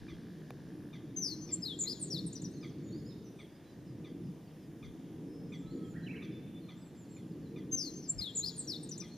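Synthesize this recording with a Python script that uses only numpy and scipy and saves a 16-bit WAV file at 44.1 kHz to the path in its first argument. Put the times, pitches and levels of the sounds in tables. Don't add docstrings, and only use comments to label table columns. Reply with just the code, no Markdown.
import sys
import numpy as np
from scipy import signal
from scipy.fft import rfft, irfft, next_fast_len
from scipy.io import wavfile
from scipy.ndimage import uniform_filter1d

SR = 44100
rng = np.random.default_rng(int(sys.argv[2]) if len(sys.argv) > 2 else 0)


def file_out(sig):
    cols = np.atleast_2d(sig).T
    lim = np.clip(cols, -1, 1)
    pcm = np.round(lim * 32767).astype(np.int16)
    wavfile.write(sys.argv[1], SR, pcm)


N = 404397
TIME = np.arange(N) / SR

NOTE_SHAPES = { "opening": [(0.0, 6390, -40), (.012, 6210, -0.5), (.055, 6153, -8.5), (.08, 5496, -1.5),
               (.11, 4880, -7), (.14, 4500, -12), (.185, 4080, -19)], "pip": [(0.0, 7340, -41),
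               (.01, 7420, -15), (.02, 7370, -2), (.028, 7355, -1.5), (.03, 7500, -13), (.037, 9700, -13)],
               "lead": [(0.0, 5270, -18), (.013, 5060, 0.5), (.035, 4700, -6)], "dip": [(0.0, 3865, 0),
               (.015, 4445, -0.5), (.03, 3830, -2), (.06, 3455, -3.5), (.095, 3197, -9)],
               "zigzag": [(0.0, 6840, -24), (.017, 7990, -1), (.026, 6670, -0.5), (.042, 7540, -2.5),
               (.052, 6790, -0.5), (.062, 6710, -5)], "rise": [(0.0, 3720, -25), (.03, 4305, -1.5),
               (.05, 4760, -2), (.07, 5000, -1.5), (.087, 3640, -20)], "high fall": [(0.0, 9700, -26),
               (.018, 8800, -14), (.036, 8190, -1), (.047, 7270, -6.5), (.056, 9080, -14)],
               "hook": [(0.0, 7400, -7), (.01, 6750, -4), (.02, 6600, 0)], "long fall": [(0.0, 6030, -25),
               (.02, 5430, 0), (.05, 4194, -6), (.08, 3445, -7)], "short fall": [(0.0, 5180, -5),
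               (.012, 4340, 0.5), (.022, 4070, -6)], "tick": [(0.0, 10330, -40), (.006, 8330, 0),
               (.013, 8450, -14)], "flick": [(0.0, 6100, -14), (.007, 7200, 0.5), (.012, 9100, -7)],
               "chip": [(0.0, 6400, -12), (.009, 5890, 0.5), (.018, 5800, -12)],
               "low chip": [(0.0, 4850, -2), (.008, 5300, -1), (.014, 5500, -10)], }
# note name, start in seconds and level in dB for the first phrase, then both for the second.
PHRASE = [("opening", 1.16, -33.5, 7.711, -35), ("pip", 1.514, -27, 8.078, -26.5),
          ("lead", 1.619, -41.5, 8.179, -41), ("dip", 1.65, -42, 8.21, -41.5),
          ("zigzag", 1.786, -30.5, 8.348, -30.5), ("rise", 1.851, -39.5, 8.415, -38.5),
          ("high fall", 1.994, -32.5, 8.56, -33), ("hook", 2.068, -52, 8.634, -61),
          ("long fall", 2.099, -38.5, 8.671, -38.5), ("short fall", 2.177, -45.5, 8.75, -49.5),
          ("tick", 2.263, -37.5, 8.829, -41.5), ("flick", 2.326, -42.5, 8.888, -43),
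          ("chip", 2.35, -46.5, 8.909, -42), ("low chip", 2.363, -50, 8.924, -47),
          ("flick", 2.415, -44.5, 8.975, -41.5), ("chip", 2.438, -47, 8.995, -44),
          ("low chip", 2.453, -50, 9.01, -48)]
# harmonic number, its tone curve as pairs of frequency in Hz and dB against the fundamental.
OVERTONES = [(2, [(6500, -34), (9500, -15.5), (12500, -26), (15000, -37)]), (3, [(9500, -26), (12500, -16),
             (15000, -23)])]
# time in seconds, gain in dB, pitch rise as a fraction.
ACCENT = [(7.714, -10, 0.017), (7.731, 10.5, .014), (7.742, 4, .014), (7.752, 11, .014),
          (7.758, -4, 0.0104), (7.775, 1, 0)]
# frequency in Hz, left minus right in dB.
SONGBIRD_PAN = [(3500, 7), (6000, 6), (7400, 2), (8500, -1.5), (13000, -3.5)]
LEFT_LEAD_US = 24
BURR_THROB = 9


def songbird():
    voice, flutter = np.zeros(N), burr()
    times, push_db, sharpen = np.transpose(ACCENT)
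    push = from_db(np.interp(TIME, times, push_db, left=0, right=0))
    bend = np.interp(TIME, times, sharpen, left=0, right=0)
    wobble = 0.0031 * drift(120) + flutter + bend
    throb = (1 + BURR_THROB * np.roll(flutter, shift=8)) * push
    for name, start, level_db in sung_notes():
        add_note(voice, np.array(NOTE_SHAPES[name]) + [start, 0, level_db], wobble, throb, OVERTONES)
    size = next_fast_len(N, real=True)
    hz = np.arange(size // 2 + 1) * SR / size + 1
    to_left = from_db(at_hz(SONGBIRD_PAN, hz) / 2) * np.exp(1j * np.pi * hz * LEFT_LEAD_US / 1e6)
    stereo = irfft(rfft(voice, size) * [to_left, 1 / to_left], size)[:, :N] * from_db(0.5)
    return stereo + forest_echo(stereo, early_db=-3.5, tail_db=-46, mid_share=0.92)


def sung_notes():
    return [(name, *cues[k:k + 2]) for k in (0, 2) for name, *cues in PHRASE]


# note name, seconds into the note where the burr opens, rms pitch swing as a fraction.
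BURRS = [("opening", .058, .028), ("dip", .01, .012), ("rise", .021, .036), ("long fall", .01, .01)]
BURR_HZ, BURR_UNEVENNESS = 378, 0.3


def burr():
    depth = np.zeros(N)
    for burred, onset, swing in BURRS:
        length = NOTE_SHAPES[burred][-1][0]
        for name, start, _ in sung_notes():
            if name == burred:
                depth += swing * np.clip((TIME - start - onset) / 0.0075, 0, 1) * (TIME < start + length)
    rate_hz = BURR_HZ * (1 + BURR_UNEVENNESS * drift(90.7))
    return depth * np.sqrt(2) * np.sin(2 * np.pi * np.cumsum(rate_hz) / SR)


# start and length in seconds, first and target pitch in Hz, settling in seconds, level in dB.
FAINT_GLIDES = [(2.52, 0.058, 6370, 6320, .02, -63), (2.533, 0.055, 5120, 4100, 0.014, -62),
                (2.61, .05, 5320, 3800, .05, -57.5), (2.83, .19, 7710, 6810, .008, -61),
                (2.858, .04, 3680, 3680, .02, -66), (2.91, 0.103, 4090, 5300, .06, -58),
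                (3.048, 0.095, 4700, 5120, .012, -58), (3.07, 0.026, 7760, 6880, .008, -64),
                (3.085, .06, 4900, 3450, .018, -64), (3.239, 0.065, 6300, 5600, .03, -66),
                (3.35, .12, 8840, 8480, .015, -73), (3.49, .11, 4740, 4990, .04, -71),
                (3.639, 0.11, 4010, 3995, .05, -76), (5.26, 0.26, 5300, 5190, .03, -70),
                (5.66, 0.12, 3800, 6200, 0.22, -67), (5.829, .05, 3370, 3190, .012, -60.5),
                (6.02, .05, 4140, 3500, .08, -64.5), (6.31, 0.085, 3530, 3515, .03, -64.5),
                (6.41, .12, 3550, 3540, 0.027, -69), (6.539, .05, 3530, 3530, 0.032, -63),
                (6.6, 0.095, 4700, 4140, .014, -69), (7.08, 0.13, 5200, 4200, .012, -74),
                (7.421, .07, 4690, 3200, 0.075, -69.5), (9.1, .06, 4060, 4320, 0.013, -58)]
# seconds into the call, pitch in Hz, relative level in dB.
THIN_CALL = [
    [(0.0, 7000, -7), (.03, 7700, -3), (.07, 7900, -4), (.11, 7640, 2), (.125, 7150, -3)],
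    [(.195, 7470, -7), (.25, 7280, 1.5), (.28, 6950, 3)],
    [(.33, 7520, -1), (.36, 7620, 1.5), (.42, 6960, 2.5)],
]
# start in seconds, time stretch, pitch factor, level in dB.
THIN_CALL_CUES = [(5.49, 1.06, 0.98, -68.5), (6.76, 1.0, 1.0, -62.5)]
# time in seconds, pitch in Hz, level in dB.
WARBLER = [
    [(5.61, 1298, -80), (5.67, 1300, -71), (5.75, 1300, -82), (5.8, 1288, -70), (5.87, 1290, -69),
     (5.92, 1280, -80)],
    [(5.93, 1280, -58), (5.95, 1610, -58), (5.968, 1940, -52), (6.0, 1390, -79)],
    [(6.03, 1464, -63), (6.05, 1894, -56.5), (6.08, 1610, -75)],
    [(6.062, 2640, -71), (6.068, 3115, -48), (6.088, 2190, -50), (6.117, 2765, -51), (6.16, 1403, -60)],
    [(6.14, 2160, -57), (6.15, 2200, -55), (6.168, 3080, -52), (6.19, 2220, -55), (6.23, 2720, -58)],
]


def faint_whistles():
    voices = np.zeros(N)
    throb, wobble = from_db(1.8 * drift(40)), 0.006 * drift(100)
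    whistles = [glide(*row, arch_db=9, crest=0.42) for row in FAINT_GLIDES]
    thin_notes = [np.array(note) * [stretch, transpose, 1] + [start, 0, level_db]
                  for start, stretch, transpose, level_db in THIN_CALL_CUES for note in THIN_CALL]
    for note in whistles + thin_notes + WARBLER:
        add_note(voices, note, wobble, throb)
    stereo = voices * from_db([[-4.2], [-2.2]])
    return stereo + forest_echo(stereo, early_db=-5.5, tail_db=-35.5, mid_share=0.88)


# seconds from its start, pitch in Hz, relative level in dB.
CHUCK_STRANDS = [
    [(-.002, 1160, -17), (.004, 1220, -5), (.028, 1170, -14)],
    [(-.003, 2100, -19), (.003, 2480, -4), (.014, 2300, -3.5), (.026, 2030, -4), (.042, 2020, -37)],
    [(-.002, 3330, -13), (.004, 3680, -4), (.018, 3460, -1), (.03, 3360, -7.5), (.075, 3270, -9.5)],
    [(.004, 4800, -33), (.015, 4540, -21.5), (.04, 4500, -8.5)],
    [(.002, 5870, -17), (.015, 6060, -16.5), (.04, 5950, -14)],
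]
CHUCK_JITTER = [.012, .014, .032, .06, .02]
# start in seconds, level in dB.
CHUCK_CUES = [(0.082, -53), (0.9294, -53.5), (1.4888, -58.5), (1.833, -57), (2.6277, -51.5),
              (3.3882, -54.5), (4.0423, -56.5), (4.827, -54.5), (5.5219, -51.5), (6.2196, -54),
              (6.6854, -54), (7.1656, -62.5), (7.56, -56), (8.1916, -57.5), (9.0177, -53.5)]


def chucks():
    voice = np.zeros(N)
    for strand, jitter in zip(CHUCK_STRANDS, CHUCK_JITTER):
        wobble, throb = jitter * drift(400), from_db(4 * drift(200))
        for start, level_db in CHUCK_CUES:
            add_note(voice, np.array(strand) + [start, 0, level_db], wobble, throb)
    stereo = voice * from_db([[-3.0], [-3.5]])
    return stereo + forest_echo(stereo, early_db=-7.5, tail_db=-45, mid_share=0.99)


# start and length in seconds, first and target pitch in Hz, settling in seconds, level in dB.
FALLING_CHIRPS = [(3.693, .075, 5900, 4560, .019, -72), (3.852, .09, 5600, 4820, .030, -69),
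                  (4.057, .085, 5950, 4560, .019, -72), (4.218, .095, 5600, 4820, .030, -71),
                  (4.428, .075, 5950, 4520, .017, -73), (4.595, .09, 5450, 4850, .028, -73),
                  (4.81, .07, 5700, 4500, .019, -75), (6.315, .045, 5350, 4750, .015, -73),
                  (6.378, .03, 5300, 4300, .03, -73), (6.81, .05, 5450, 4500, .022, -71),
                  (6.945, .045, 5300, 3600, .05, -75), (7.04, .04, 4900, 3300, .05, -72),
                  (7.305, .055, 5400, 4520, .018, -72)]


def chirps():
    voice, throb = np.zeros(N), from_db(2.3 * drift(50))
    for row in FALLING_CHIRPS:
        add_note(voice, glide(*row, arch_db=10, crest=0.4), wobble=np.zeros(N), throb=throb)
    return voice * from_db(-1.5)


# a label in Hz, seconds to fall 60 dB, relative level in dB.
TREE_TAIL = [(2000, 1.1, 5), (3800, 1.33, 5.5), (5500, 1, 7), (7500, 0.94, 3.5), (12000, 1.22, 2.5)]
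TAIL_EDGES_HZ = (300, 3000, 4600, 6600, 9000, 19000)
# delay in seconds, relative level in dB.
BRANCH_ECHOES = [(.0042, -15), (.008, -4), (.015, -11.5)]
SLOPE_DELAY_S, SLOPE_SPREAD_S, SLOPE_DB = 0.249, 0.0045, -41


def forest_echo(sound, early_db, tail_db, mid_share):
    t = np.arange(round(1.5 * SR)) / SR
    mid, side = rng.standard_normal((2, len(t)))
    scatter = np.sqrt(mid_share) * mid + np.sqrt(1 - mid_share) * side * [[1], [-1]]
    tail, build_up = 0, 1 - np.exp(-t / 0.004)
    for low, high, (_, t60, band_db) in zip(TAIL_EDGES_HZ, TAIL_EDGES_HZ[1:], TREE_TAIL):
        decay = from_db(tail_db + band_db - 60 * t / t60)
        tail += filtered(scatter, 2, [low, high], "band") * decay * build_up
    slope = scatter * from_db(SLOPE_DB) * np.exp(-0.5 * ((t - SLOPE_DELAY_S) / SLOPE_SPREAD_S) ** 2)
    twigs = scatter * from_db(-23 - 60 * t / 0.096)
    reflections = slope + twigs
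    for delay, level_db in BRANCH_ECHOES:
        reflections[:, round(delay * SR)] += from_db(level_db)
    reflections = filtered(reflections, 1, 9000, "low")
    return signal.fftconvolve(sound, tail + from_db(early_db) * reflections, axes=1)[:, :N]


# time in seconds, strength of the steps in dB.
MOTOR_FADE = [(0, -52), (.5, -53.5), (.95, -54), (1.119, -66), (1.2, -89)]
MOTOR_START_S, TICKS_PER_S = 0.0175, 59.75


def camera_motor():
    at = np.round(np.arange(MOTOR_START_S, MOTOR_FADE[-1][0], 1 / TICKS_PER_S) * SR).astype(int)
    steps = np.zeros(N)
    steps[at] = from_db(automation(MOTOR_FADE)[at] + rng.normal(0, 2.5, len(at)))
    return filtered(ring(steps, hz=1700, t60=0.0094), 1, [1300, 2100], "band")


# resonance in Hz, level in dB, seconds to fall 60 dB.
HOUSING_MODES = [(780, -39.5, 0.012), (1130, -40, 0.0084), (1600, -45, 0.0092), (2360, -44, 0.0099),
                 (3600, -48, .006), (6030, -53, 0.0042), (10800, -48, 0.0033)]
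TAP_S = 0.5062


def housing_tap():
    tap = np.zeros(N)
    tap[round(TAP_S * SR)] = 1
    return sum(from_db(level_db) * ring(tap, hz, t60) for hz, level_db, t60 in HOUSING_MODES)


# time of the crest in seconds, half width in seconds, level in dB.
GUSTS = [(.02, 0.035, -54), (.14, .03, -55), (.69, .08, -69), (4.87, .04, -53), (5.3, .05, -69),
         (5.67, .07, -63), (8.19, .035, -47.5), (8.45, 0.034, -58)]
BREEZE_DB = -71


def wind():
    noise = rng.standard_normal((3, N))
    shared, left, right = filtered(filtered(noise, 1, 60, "high"), 3, 95, "low")
    pressure = rms_one(np.array([0.6 * shared + left, 0.31 * shared + right]))
    gusts = sum(from_db(db) * np.exp(-((TIME - crest) / width) ** 2) for crest, width, db in GUSTS)
    return (from_db(BREEZE_DB) + gusts) * pressure * from_db([[1.5], [-1.5]])


# frequency in Hz, relative level in dB.
RUMBLE_COLOUR = [(24, -47), (40, -23.5), (97, -9.5), (135, -1.5), (168, 3), (237, -6.5), (305, 1),
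                 (385, -11), (455, -10), (534, -21.5), (620, -31.5), (810, -54), (1360, -120)]
# time in seconds, level in dB.
DEEP_LEVELS = [(0.0, -50), (1.99, -49), (2.27, -42.5), (2.37, -49.5), (2.45, -40.5), (2.53, -48),
               (2.96, -44), (3.55, -57), (4.01, -46.5), (4.06, -54), (4.29, -43), (4.36, -53.5), (6.1, -45),
               (6.92, -51.5), (7.61, -47), (7.89, -52), (8.86, -49), (9.17, -51)]
UPPER_LEVELS = [(0.0, -54), (2.07, -47.5), (2.12, -41.5), (2.3, -48.5), (2.96, -47), (3.57, -56.5),
                (4.26, -48), (4.47, -57.5), (5.31, -47), (5.69, -50.5), (5.77, -41), (5.98, -50),
                (6.26, -46.5), (6.84, -55), (7.69, -46.5), (8.33, -55), (8.78, -48), (9.17, -54)]


def rumble():
    deep = from_db(automation(DEEP_LEVELS)) * banded_noise(RUMBLE_COLOUR, 41.8, 236, flicker_db=1.12)
    upper = banded_noise(RUMBLE_COLOUR, 234.5, 603, flicker_db=1.87, per_octave=6)
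    upper *= from_db(automation(UPPER_LEVELS))
    return filtered(deep + upper, 6, 573, "low")


def lingering_echo():
    start_db, t60 = -70, 5
    wash = rms_one(filtered(rng.standard_normal(N), 2, [3000, 5500], "band"))
    return wash * from_db(start_db - 60 * TIME / t60)


# frequency in Hz, relative level in dB.
AIR_COLOUR = [(290, -30), (500, 0), (561, -6.5), (1430, -19.5), (1580, -11.5), (1800, -19.5), (3490, -22.5),
              (4450, -29.5), (5850, -21.5), (6950, -28.5), (7800, -30), (9540, -26.5), (13300, -33),
              (15600, -31.5)]


def air():
    return from_db(-65) * banded_noise(AIR_COLOUR, 500, 18000, flicker_db=1.04)


# frequency in Hz, left-right likeness (1 is mono).
BED_LIKENESS = [(60, 1), (110, 0.99), (200, 0.98), (380, 1), (700, 0.76), (1290, 0.75), (2380, 1),
                (4400, 0.92), (8120, 0.07), (15000, 0.05)]


def banded_noise(colour, low_hz, high_hz, flicker_db, per_octave=3):
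    edges = np.geomspace(low_hz, high_hz, round(per_octave * np.log2(high_hz / low_hz)) + 1)
    bed, white = 0, rng.standard_normal((2, 2, N))
    for k, (low, high) in enumerate(zip(edges, edges[1:])):
        mid, side = filtered(white[k % 2], 2, [low, high], "band")
        centre_hz = np.sqrt(low * high)
        likeness = at_hz(BED_LIKENESS, centre_hz)
        gain = from_db(at_hz(colour, centre_hz) + flicker_db * drift(3.08))
        bed += gain * (np.sqrt(1 + likeness) * mid + np.sqrt(1 - likeness) * side * [[1], [-1]])
    return rms_one(bed)


def add_note(track, rows, wobble, throb, overtones=()):
    times, hz, db = np.transpose(rows)
    span = np.arange(max(round(times[0] * SR), 0), min(round(times[-1] * SR), N))
    pitch = uniform_filter1d(np.interp(span / SR, times, hz), size=120, mode="nearest")
    phase = 2 * np.pi * np.cumsum(pitch * (1 + wobble[span])) / SR
    tone = np.sin(phase)
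    for k, colour in overtones:
        tone += from_db(at_hz(colour, k * pitch)) * np.sin(k * phase) * (k * pitch < 0.45 * SR)
    soft_ends = np.clip(np.minimum(span - span[0], span[-1] - span) / 150, 0, 1)
    track[span] += soft_ends * np.interp(span / SR, times, from_db(db)) * throb[span] * tone


def glide(start, length, from_hz, to_hz, settle, level_db, arch_db, crest):
    t = np.linspace(0, length, num=12)
    pitch = to_hz + (from_hz - to_hz) * np.exp(-t / settle)
    swell_db = level_db - arch_db * (2 * (t / length - crest)) ** 2
    return np.transpose([start + t, pitch, swell_db])


def ring(clicks, hz, t60):
    decay, angle = from_db(-60 / (t60 * SR)), 2 * np.pi * hz / SR
    return signal.lfilter([0, np.sin(angle)], [1, -2 * decay * np.cos(angle), decay ** 2], clicks + 1e-18)


def drift(rate_hz):
    hop = 40
    pole = np.exp(-2 * np.pi * hop * rate_hz / SR)
    slow = signal.lfilter([1], [1, -2 * pole, pole ** 2], rng.standard_normal(N // hop + 2002))[2000:]
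    return np.interp(np.arange(N) / hop, np.arange(len(slow)), rms_one(slow))


def filtered(sound, order, hz, kind):
    return signal.sosfilt(signal.butter(order, hz, kind, fs=SR, output="sos"), sound)


def automation(rows):
    return np.interp(TIME, *np.transpose(rows))


def at_hz(rows, hz):
    frequencies, values = np.transpose(rows)
    return np.interp(np.log(hz), np.log(frequencies), values)


def from_db(db):
    return 10 ** (np.asarray(db) / 20)


def rms_one(sound):
    return sound / np.sqrt(np.mean(sound ** 2) + 1e-20)


def scene():
    bed = air()
    birds = songbird() + faint_whistles() + chirps() + chucks()
    return birds + camera_motor() + housing_tap() + wind() + rumble() + lingering_echo() + bed


def record(dry):
    notch_hz, width_hz, depth, cutoff_hz = 7810, 880, 0.48, 15800
    band = signal.lfilter(*signal.iirpeak(notch_hz, notch_hz / width_hz, fs=SR), dry)
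    return signal.sosfilt(signal.cheby2(24, 70, cutoff_hz, fs=SR, output="sos"), dry - depth * band)


dry = scene()
out = record(dry)
file_out(out)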